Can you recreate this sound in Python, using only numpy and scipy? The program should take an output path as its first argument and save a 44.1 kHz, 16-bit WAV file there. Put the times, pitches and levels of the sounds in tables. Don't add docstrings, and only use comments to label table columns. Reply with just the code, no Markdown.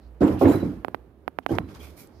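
import sys
import numpy as np
from scipy import signal
from scipy.io import wavfile
from scipy.ndimage import uniform_filter1d

SR = 44100
rng = np.random.default_rng(int(sys.argv[2]) if len(sys.argv) > 2 else 0)


def wrap_up_sound(samples):
    columns = np.atleast_2d(samples).T
    tamed = np.clip(columns, -1, 1)
    steps = np.round(tamed * 32767).astype(np.int16)
    wavfile.write(sys.argv[1], SR, steps)


def volts_from_decibels(level):
    exponent = np.asarray(level, float) / 20
    return 10 ** exponent


N = 97020

# [t/s, level/dB, favoured board/octaves above 330 Hz, joist share/dB]
BLOWS = [(.207, -9, -0.019, -28), (0.214, -8, 0.14, -17), (0.226, -6, 0.19, -8), (0.235, -6.5, -0.33, -30),
         (.262, -15, 0.1, -25), (0.288, -18, 0.23, -20), (0.301, -15.5, -0.53, 6.5), (.312, -17.5, 0.24, 1),
         (0.334, -18.5, -0.67, 8.5), (0.359, -22.5, 0.076, -15), (0.41, -6, 0.8, -37),
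         (.421, -8.5, 0.64, -14.5), (.432, -13, 0.4, -4), (.443, -6, 0.24, -1.5), (.455, -6, 0.44, -4),
         (.465, -10, 0.22, 0), (0.475, -8, 0.54, -10.5), (.486, -4.5, -0.29, -20), (.506, -14, 0.16, 0),
         (.523, -22, 0.31, -3), (.537, -11, 0.087, -1.5), (.553, -20, 0.42, 4), (0.589, -24, 0.28, -18),
         (.624, -12, -0.65, -4.5), (0.651, -22.5, -0.42, 5), (0.676, -25, -0.42, -2),
         (.701, -29.5, 0.025, -4), (0.728, -31.5, -0.047, -2), (1.489, -25, 0.77, -15),
         (1.504, -16, 0.22, -11), (1.516, -11, -.2, -4.5), (1.527, -28, 0.063, 14.5),
         (1.545, -30, -0.051, 8), (1.563, -32, 0.14, 7), (1.599, -31, 0.029, 12.5),
         (1.64, -35.5, -0.38, -12), (1.68, -37.5, -0.13, 0)]
# [f/Hz, level/dB, t60/s]
BOARD_MODES = [(190.6, -1.5, 0.22), (224, -9.5, 0.04), (274.1, 3.5, 0.17), (299.7, 4, 0.2),
               (335.8, -2, 0.21), (395, 2.5, 0.056), (456, 0.5, 0.057), (547, -1.5, 0.12),
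               (654, -5.5, 0.13), (765, 1, 0.12), (867, -23, 0.055), (1050, 0, 0.032)]
# [f/Hz, level/dB, t60/s]
JOIST_MODES = [(63.4, -27, 0.3), (96.8, -3, 0.28), (121.3, -4, 0.14), (156.4, -9.5, 0.13)]
# [t/s, loss/dB]
CLAMPS = [
    (0.257, -19),
    (0.281, -5),
    (0.495, -5),
    (0.52, -31),
    (.64, -7),
    (1.526, -14),
]
# [f/Hz, level/dB per Hz]
WASH_COLOUR = [(35, -63.5), (60, -60), (110, -21), (290, 1), (900, -18.5), (2000, -35.5), (7000, -65.5),
               (12500, -59), (16000, -80)]
# [f/Hz, t60/s]
WASH_T60 = [(100, 0.73), (500, 0.15), (2000, 0.54), (12000, 0.66)]
# [t/s, f/Hz, level/dB, t60/s]
TINGS = [(.232, 7575, -48.5, 0.11), (.275, 7540, -51, .06), (0.473, 3970, -44, .04),
         (.486, 3930, -47, 0.072), (.48, 7105, -49, 0.055), (0.49, 7123, -41, .05), (.507, 7150, -50, .06),
         (0.519, 7260, -46, 0.088), (.5, 7700, -51.5, 0.15), (0.518, 3970, -46, 0.17),
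         (0.555, 3955, -49.5, 0.16), (0.6, 3950, -48.5, 0.18), (1.489, 2930, -41.5, 0.029),
         (1.501, 3150, -41.5, 0.048), (1.49, 1550, -40, 0.044), (1.601, 3990, -65, 0.17),
         (1.641, 4000, -64, 0.2)]
# [t/s, length/s, level/dB, f/Hz, width/Hz]
SCUFFS = [(0, 0.14, -72, 4300, 1500), (0.215, 0.0053, -42, 3030, 1520), (.216, 0.038, -38, 1500, 704),
          (.453, 0.01, -27.5, 1580, 594), (0.531, 0.026, -36, 1440, 594), (.27, .006, -49, 13100, 1800),
          (0.276, 0.022, -42.5, 2670, 1200), (0.368, 0.11, -52, 2740, 1500),
          (.416, 0.0095, -43.5, 11600, 1500), (0.436, 0.0071, -41, 13300, 2500),
          (0.557, 0.0043, -42, 11700, 2000), (1.266, 0.15, -84, 2850, 1570),
          (1.423, 0.033, -66.5, 2530, 2500), (1.549, 0.013, -50, 5000, 3000),
          (1.687, 0.013, -55, 2480, 2500), (1.729, 0.0044, -68, 11000, 5300),
          (1.747, 0.012, -51.5, 4380, 4940), (1.747, 0.007, -60, 12500, 4000),
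          (1.796, 0.039, -55, 3230, 350), (1.801, 0.13, -55.5, 2380, 360), (1.968, 0.11, -58.5, 2260, 350),
          (2.073, .003, -55, 8000, 7980), (2.104, 0.28, -69, 4830, 2000)]
# [t/s, length/s, level/dB, tilt/dB per octave, fold colour/1]
SWISHES = [(0.204, 0.056, -42, -6, 0.2), (0.22, 0.29, -48.5, -1, 0.2), (0.386, 0.14, -40.5, -1, 0.6),
           (0.464, 0.2, -43.5, 4, 0), (0.545, 0.38, -54, -2.5, 0), (1.478, 0.18, -47, -1, 1),
           (1.677, 0.13, -57, -4, 0.7), (1.739, 0.083, -54, -4, 1), (1.789, 0.19, -49, 0, 1.2),
           (1.875, 0.33, -69.5, 1, .5), (1.964, 0.14, -48.5, 4.5, 0.3), (2.023, 0.14, -74, -6.5, 0),
           (1.57, 1, -63.5, -3, 0.45)]
# [f/Hz, level/dB per Hz]
CLOTH_COLOUR = [(500, 3), (1200, 10), (2300, -1.5), (5000, 5), (8000, -1.5), (12500, 5), (14800, 0.5),
                (16200, -47)]
# [f/Hz, level/dB]
FOLDS = [(2290, 8), (3270, 3)]
# [t/s, peak level/dB, quickness/1]
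TICKS = [
    (0.8474, -8.5, 0.94),
    (0.8827, -13, 0.57),
    (0.9456, -9, 0.86),
    (0.9491, -25, 1.8),
    (1.2789, -8.5, 0.96),
    (1.3872, -8.5, 1.01),
    (1.4634, -5, 1.2),
    (1.5851, -3, 1.36),
]
# [delay/s, level/dB]
PORT_ECHOES = [(.0018, -23), (.0026, -22), (.0054, -30)]
# [f/Hz, level/dB, t60/s]
CASE_MODES = [(180, -35.5, 0.043), (266, -26, 0.083), (735, -9.5, 0.017), (12500, -26.5, 0.0048)]
# [t/s, f/Hz, level/dB]
HUM = [(.02, 60, -51), (.06, 60, -40), (.2, 57.4, -45.5), (.64, 59.35, -49), (.8, 56.3, -41),
       (.86, 60.5, -77), (1.0, 62, -49), (1.11, 57.9, -58.5), (1.198, 73.2, -57), (1.46, 75, -64),
       (1.65, 71.65, -41.5), (1.75, 72, -54), (1.83, 72.3, -41.5), (1.92, 71.5, -49), (2.03, 74.5, -82),
       (2.17, 76.4, -48.5)]
# [f/Hz, level/dB per Hz]
YARD_COLOUR = [(30, -21), (64, -7), (180, -12.5), (340, -9.5), (900, -25), (2200, -37.5), (7200, -55),
               (12500, -47.5), (16000, -54)]
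# [t/s, level/dB]
YARD_SWELL = [(0, 0.5), (.05, -1), (.2, -1), (.9, 4.5), (1.15, -4), (1.45, -0.5), (1.8, 3.5), (2.2, 1)]
# [f/Hz, likeness/1]
WOOD_SAME = [(60, 0.75), (250, 0.93), (550, 0.57), (1650, 0.19), (5000, 0.018)]
# [f/Hz, L-R level/dB]
NEAR_LEAN = [(60, 7), (180, -3.5), (550, -1.5), (1650, -4.5), (4970, -2), (15000, -9.5)]
# [f/Hz, likeness/1]
YARD_SAME = [(60, 0.68), (240, 1), (950, 0.48), (3770, 0.011), (15000, 0.044)]
# [f/Hz, L-R level/dB]
YARD_LEAN = [(60, -6), (180, -6), (550, -7), (1650, -4), (4970, -11.5), (15000, -9.5)]


def evened(x):
    return x / np.sqrt(np.mean(x ** 2) + 1e-20)


def read(points, f_hz):
    f, value = np.transpose(points)
    return np.interp(np.log(f_hz + 1), np.log(f + 1), value)


def add(mix, t_s, sound):
    part = mix[..., round(t_s * SR):][..., :sound.shape[-1]]
    part += sound[..., :part.shape[-1]]


def lowpass(x, order, f_hz):
    return signal.lfilter(*signal.butter(order, f_hz, fs=SR), x)


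def noise(field, colour, same, lean, patchy_db, size=512):
    hop = size // 4
    frames = N // hop + 5
    f_hz = np.fft.rfftfreq(size, 1 / SR)[:, None]
    a, b, c, d, patches = rng.standard_normal((frames, len(f_hz), 5)).T
    patches = uniform_filter1d(patches, size=5, axis=0)
    patches = evened(uniform_filter1d(patches, size=8, axis=1))
    like = np.clip(read(same, f_hz), -1, 1)
    right = a + 1j * b
    left = like * right + np.sqrt(1 - like ** 2) * (c + 1j * d)
    z = np.array([left * volts_from_decibels(read(lean, f_hz)), right])
    tone = volts_from_decibels(read(colour, f_hz))
    z *= tone / np.sqrt(np.sum(tone ** 2)) * volts_from_decibels(patchy_db * patches)
    z *= field(f_hz, np.arange(frames) * hop / SR)
    return signal.istft(z, nperseg=size, noverlap=size - hop)[1][:, :N]


def rings(modes, t, luck):
    f_hz, db, t60_s = np.transpose(modes)[:, :, None]
    detune = 0.028 * luck[1] * np.minimum(f_hz / 250, 1)
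    phase = 2 * np.pi * f_hz * (1 + detune) * t + 2 * luck[2]
    level_db = db + 1.5 * luck[0] - 60 * t / t60_s
    return np.sum(volts_from_decibels(level_db) * np.sin(phase), 0)


def deck():
    DECK_DB, FAVOUR_DB_PER_OCT2 = -8, 14
    CONTACT_S, CLAMP_S = 0.0022, 0.0041
    t, near = np.arange(SR // 3) / SR, np.zeros(N)
    lucks = rng.standard_normal((len(BLOWS), 3, len(BOARD_MODES) + len(JOIST_MODES), 1))
    for (s, db, place_oct, joist_db), luck in zip(BLOWS, lucks):
        modes = []
        for f, g, t60 in BOARD_MODES:
            away_oct = np.log2(f / 330) - place_oct
            modes.append((f, g - FAVOUR_DB_PER_OCT2 * away_oct ** 2, t60))
        modes += [(f, g + joist_db, t60) for f, g, t60 in JOIST_MODES]
        held_db = 0
        for at, lost_db in CLAMPS:
            if at > s + .004:
                held_db = held_db + lost_db * np.clip((t + s - at) / CLAMP_S, 0, 1)
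        attack = (1 - np.exp(-t / CONTACT_S)) ** 2
        add(near, s, volts_from_decibels(db + DECK_DB + held_db) * attack * rings(modes, t, luck))
    far = lowpass(near, 1, 900)
    far = far - 0.05 * np.roll(far, 40)
    return np.array([far * volts_from_decibels(-1.5), near * volts_from_decibels(3.0)])


def wood_wash():
    WASH_DB, LAG_S, PLACE_TILT_DB = -10, .005, 2.44

    def field(f_hz, t):
        octaves = np.log2(np.clip(f_hz, 150, 2500) / 330)
        t60_s = read(WASH_T60, f_hz)
        power = 0
        for s, db, place_oct, _ in BLOWS:
            since_s = np.maximum(t - s - LAG_S, -1e-9)
            level_db = db + PLACE_TILT_DB * place_oct * octaves + WASH_DB - 60 * since_s / t60_s
            power = power + volts_from_decibels(level_db) ** 2 * (since_s >= 0)
        return np.sqrt(power)

    return noise(field, WASH_COLOUR, WOOD_SAME, NEAR_LEAN, patchy_db=2.5)


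def tings():
    ATTACK_S, WOBBLE = 0.0023, 0.31
    t, out = np.arange(SR // 4) / SR, np.zeros(N)
    for s, f_hz, db, t60_s in TINGS:
        wobble = 1 + WOBBLE * evened(uniform_filter1d(rng.standard_normal(len(t)), size=150))
        envelope = volts_from_decibels(db - 60 * t / t60_s) * np.minimum(t / ATTACK_S, 1)
        add(out, s, wobble * envelope * np.sin(2 * np.pi * f_hz * t))
    return out * volts_from_decibels(np.array([[-4], [3]]))


def scuffs():
    out = np.zeros((2, N))
    for s, length_s, db, f_hz, width_hz in SCUFFS:
        peak = signal.iirpeak(f_hz, f_hz / width_hz, SR)
        hiss = signal.lfilter(*peak, rng.standard_normal((2, 6000)))
        hiss = signal.lfilter(*peak, hiss)
        hiss = evened(hiss + 0.13 * hiss[::-1])
        u = np.arange(6000) / SR / length_s
        arch = np.sin(np.pi * np.minimum(u, 1) ** 0.56) ** 2
        add(out, s, volts_from_decibels(db + np.array([[-3], [2.5]])) * hiss * arch)
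    return out


def cloth():
    GRAIN_DB, FOLD_WIDTH_HZ = 1.2, 130

    def field(f_hz, t):
        grain = volts_from_decibels(GRAIN_DB * evened(uniform_filter1d(rng.standard_normal(len(t)), size=3)))
        weave = sum(volts_from_decibels(db) / (1 + ((f_hz - fold_hz) / FOLD_WIDTH_HZ) ** 2) for fold_hz, db in FOLDS)
        octaves = np.log2((f_hz + 50) / 5000)
        total = 0
        for s, length_s, db, tilt_db, fold in SWISHES:
            u = np.clip((t - s) / length_s, 0, 1)
            arch = np.sin(np.pi * u ** 0.46) ** 2.8 + 1e-9
            total = total + arch * (1 + abs(fold) * weave) * volts_from_decibels(db + tilt_db * octaves)
        return grain * total

    return noise(field, CLOTH_COLOUR, YARD_SAME, NEAR_LEAN, patchy_db=0.5, size=256)


def membrane_push(t, quick):
    LIFT, PUSH_S, BACK, BACK_S = .13, .00042, .68, .00016
    LEAK_HZ, MESH_HZ = 120, 5450
    u = t * quick / PUSH_S

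    def bump(at):
        return np.sin(np.pi * np.clip(u - at, 0, 1) ** .72) ** 2

    back = np.maximum(u - 1.3, 0) * PUSH_S / BACK_S
    push = LIFT * bump(0) - bump(.6) + BACK * back ** 2 * np.exp(2 - back) / 4
    push = signal.lfilter(*signal.butter(1, LEAK_HZ, "high", fs=SR), push)
    push = lowpass(push, 3, MESH_HZ)
    return push / abs(push).max()


def case_ring(t):
    LAG_S, RISE_S = .0013, .00042
    ring = sum(volts_from_decibels(db - 60 * t / t60_s) * np.sin(2 * np.pi * f_hz * (t - LAG_S))
               for f_hz, db, t60_s in CASE_MODES)
    return ring * (1 - np.exp(-t / RISE_S))


def ticks():
    FIZZ_DB, FIZZ_T60_S, ECHO_HZ = -35.5, 0.031, 1540
    t, out = np.arange(2000) / SR, np.zeros((2, N))
    case = case_ring(t)
    fizz_band = signal.butter(2, [9500, 15000], "band", fs=SR)
    for s, db, quick in TICKS:
        push = membrane_push(t, quick)
        fizz = signal.lfilter(*fizz_band, rng.standard_normal(len(t)))
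        fizz = volts_from_decibels(FIZZ_DB - 60 * t / FIZZ_T60_S) * fizz
        add(out[1], s - 6e-5, volts_from_decibels(db) * (push - case + fizz))
        dull = lowpass(push, 1, ECHO_HZ)
        for delay_s, echo_db in PORT_ECHOES:
            add(out[1], s + delay_s * rng.uniform(0.94, 1.15), volts_from_decibels(db + echo_db) * dull)
    return out


def hum():
    WIDTH_HZ, FUZZ = 13, 0.17
    s, f_hz, db = np.transpose(HUM)
    t, r = np.arange(N) / SR, np.exp(-np.pi * WIDTH_HZ / SR)
    drift = signal.lfilter([1], [1, -r], rng.standard_normal(N) + 1j * rng.standard_normal(N))
    carrier = np.exp(2j * np.pi * np.cumsum(np.interp(t, s, f_hz)) / SR)
    tone = ((1 + FUZZ * drift / np.std(drift)) * carrier).real
    return evened(tone) * volts_from_decibels(np.interp(t, s, db) + np.array([[-4.5], [2.5]]))


def yard():
    FLOOR_DB = -48

    def field(f_hz, t):
        return volts_from_decibels(FLOOR_DB + np.interp(t, *np.transpose(YARD_SWELL)))

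    return noise(field, YARD_COLOUR, YARD_SAME, YARD_LEAN, patchy_db=1.2, size=1024)


def scene():
    return deck() + wood_wash() + tings() + scuffs() + cloth() + ticks() + hum() + yard()


def low_pass(x):
    return signal.sosfilt(signal.butter(12, 15900, fs=SR, output="sos"), x)


def record(dry):
    cut = signal.sosfilt(signal.butter(4, 48, "high", fs=SR, output="sos"), dry)
    limited = 1.087 * np.tanh(cut / 1.212)
    return low_pass(limited)


dry = scene()
out = record(dry)
wrap_up_sound(out)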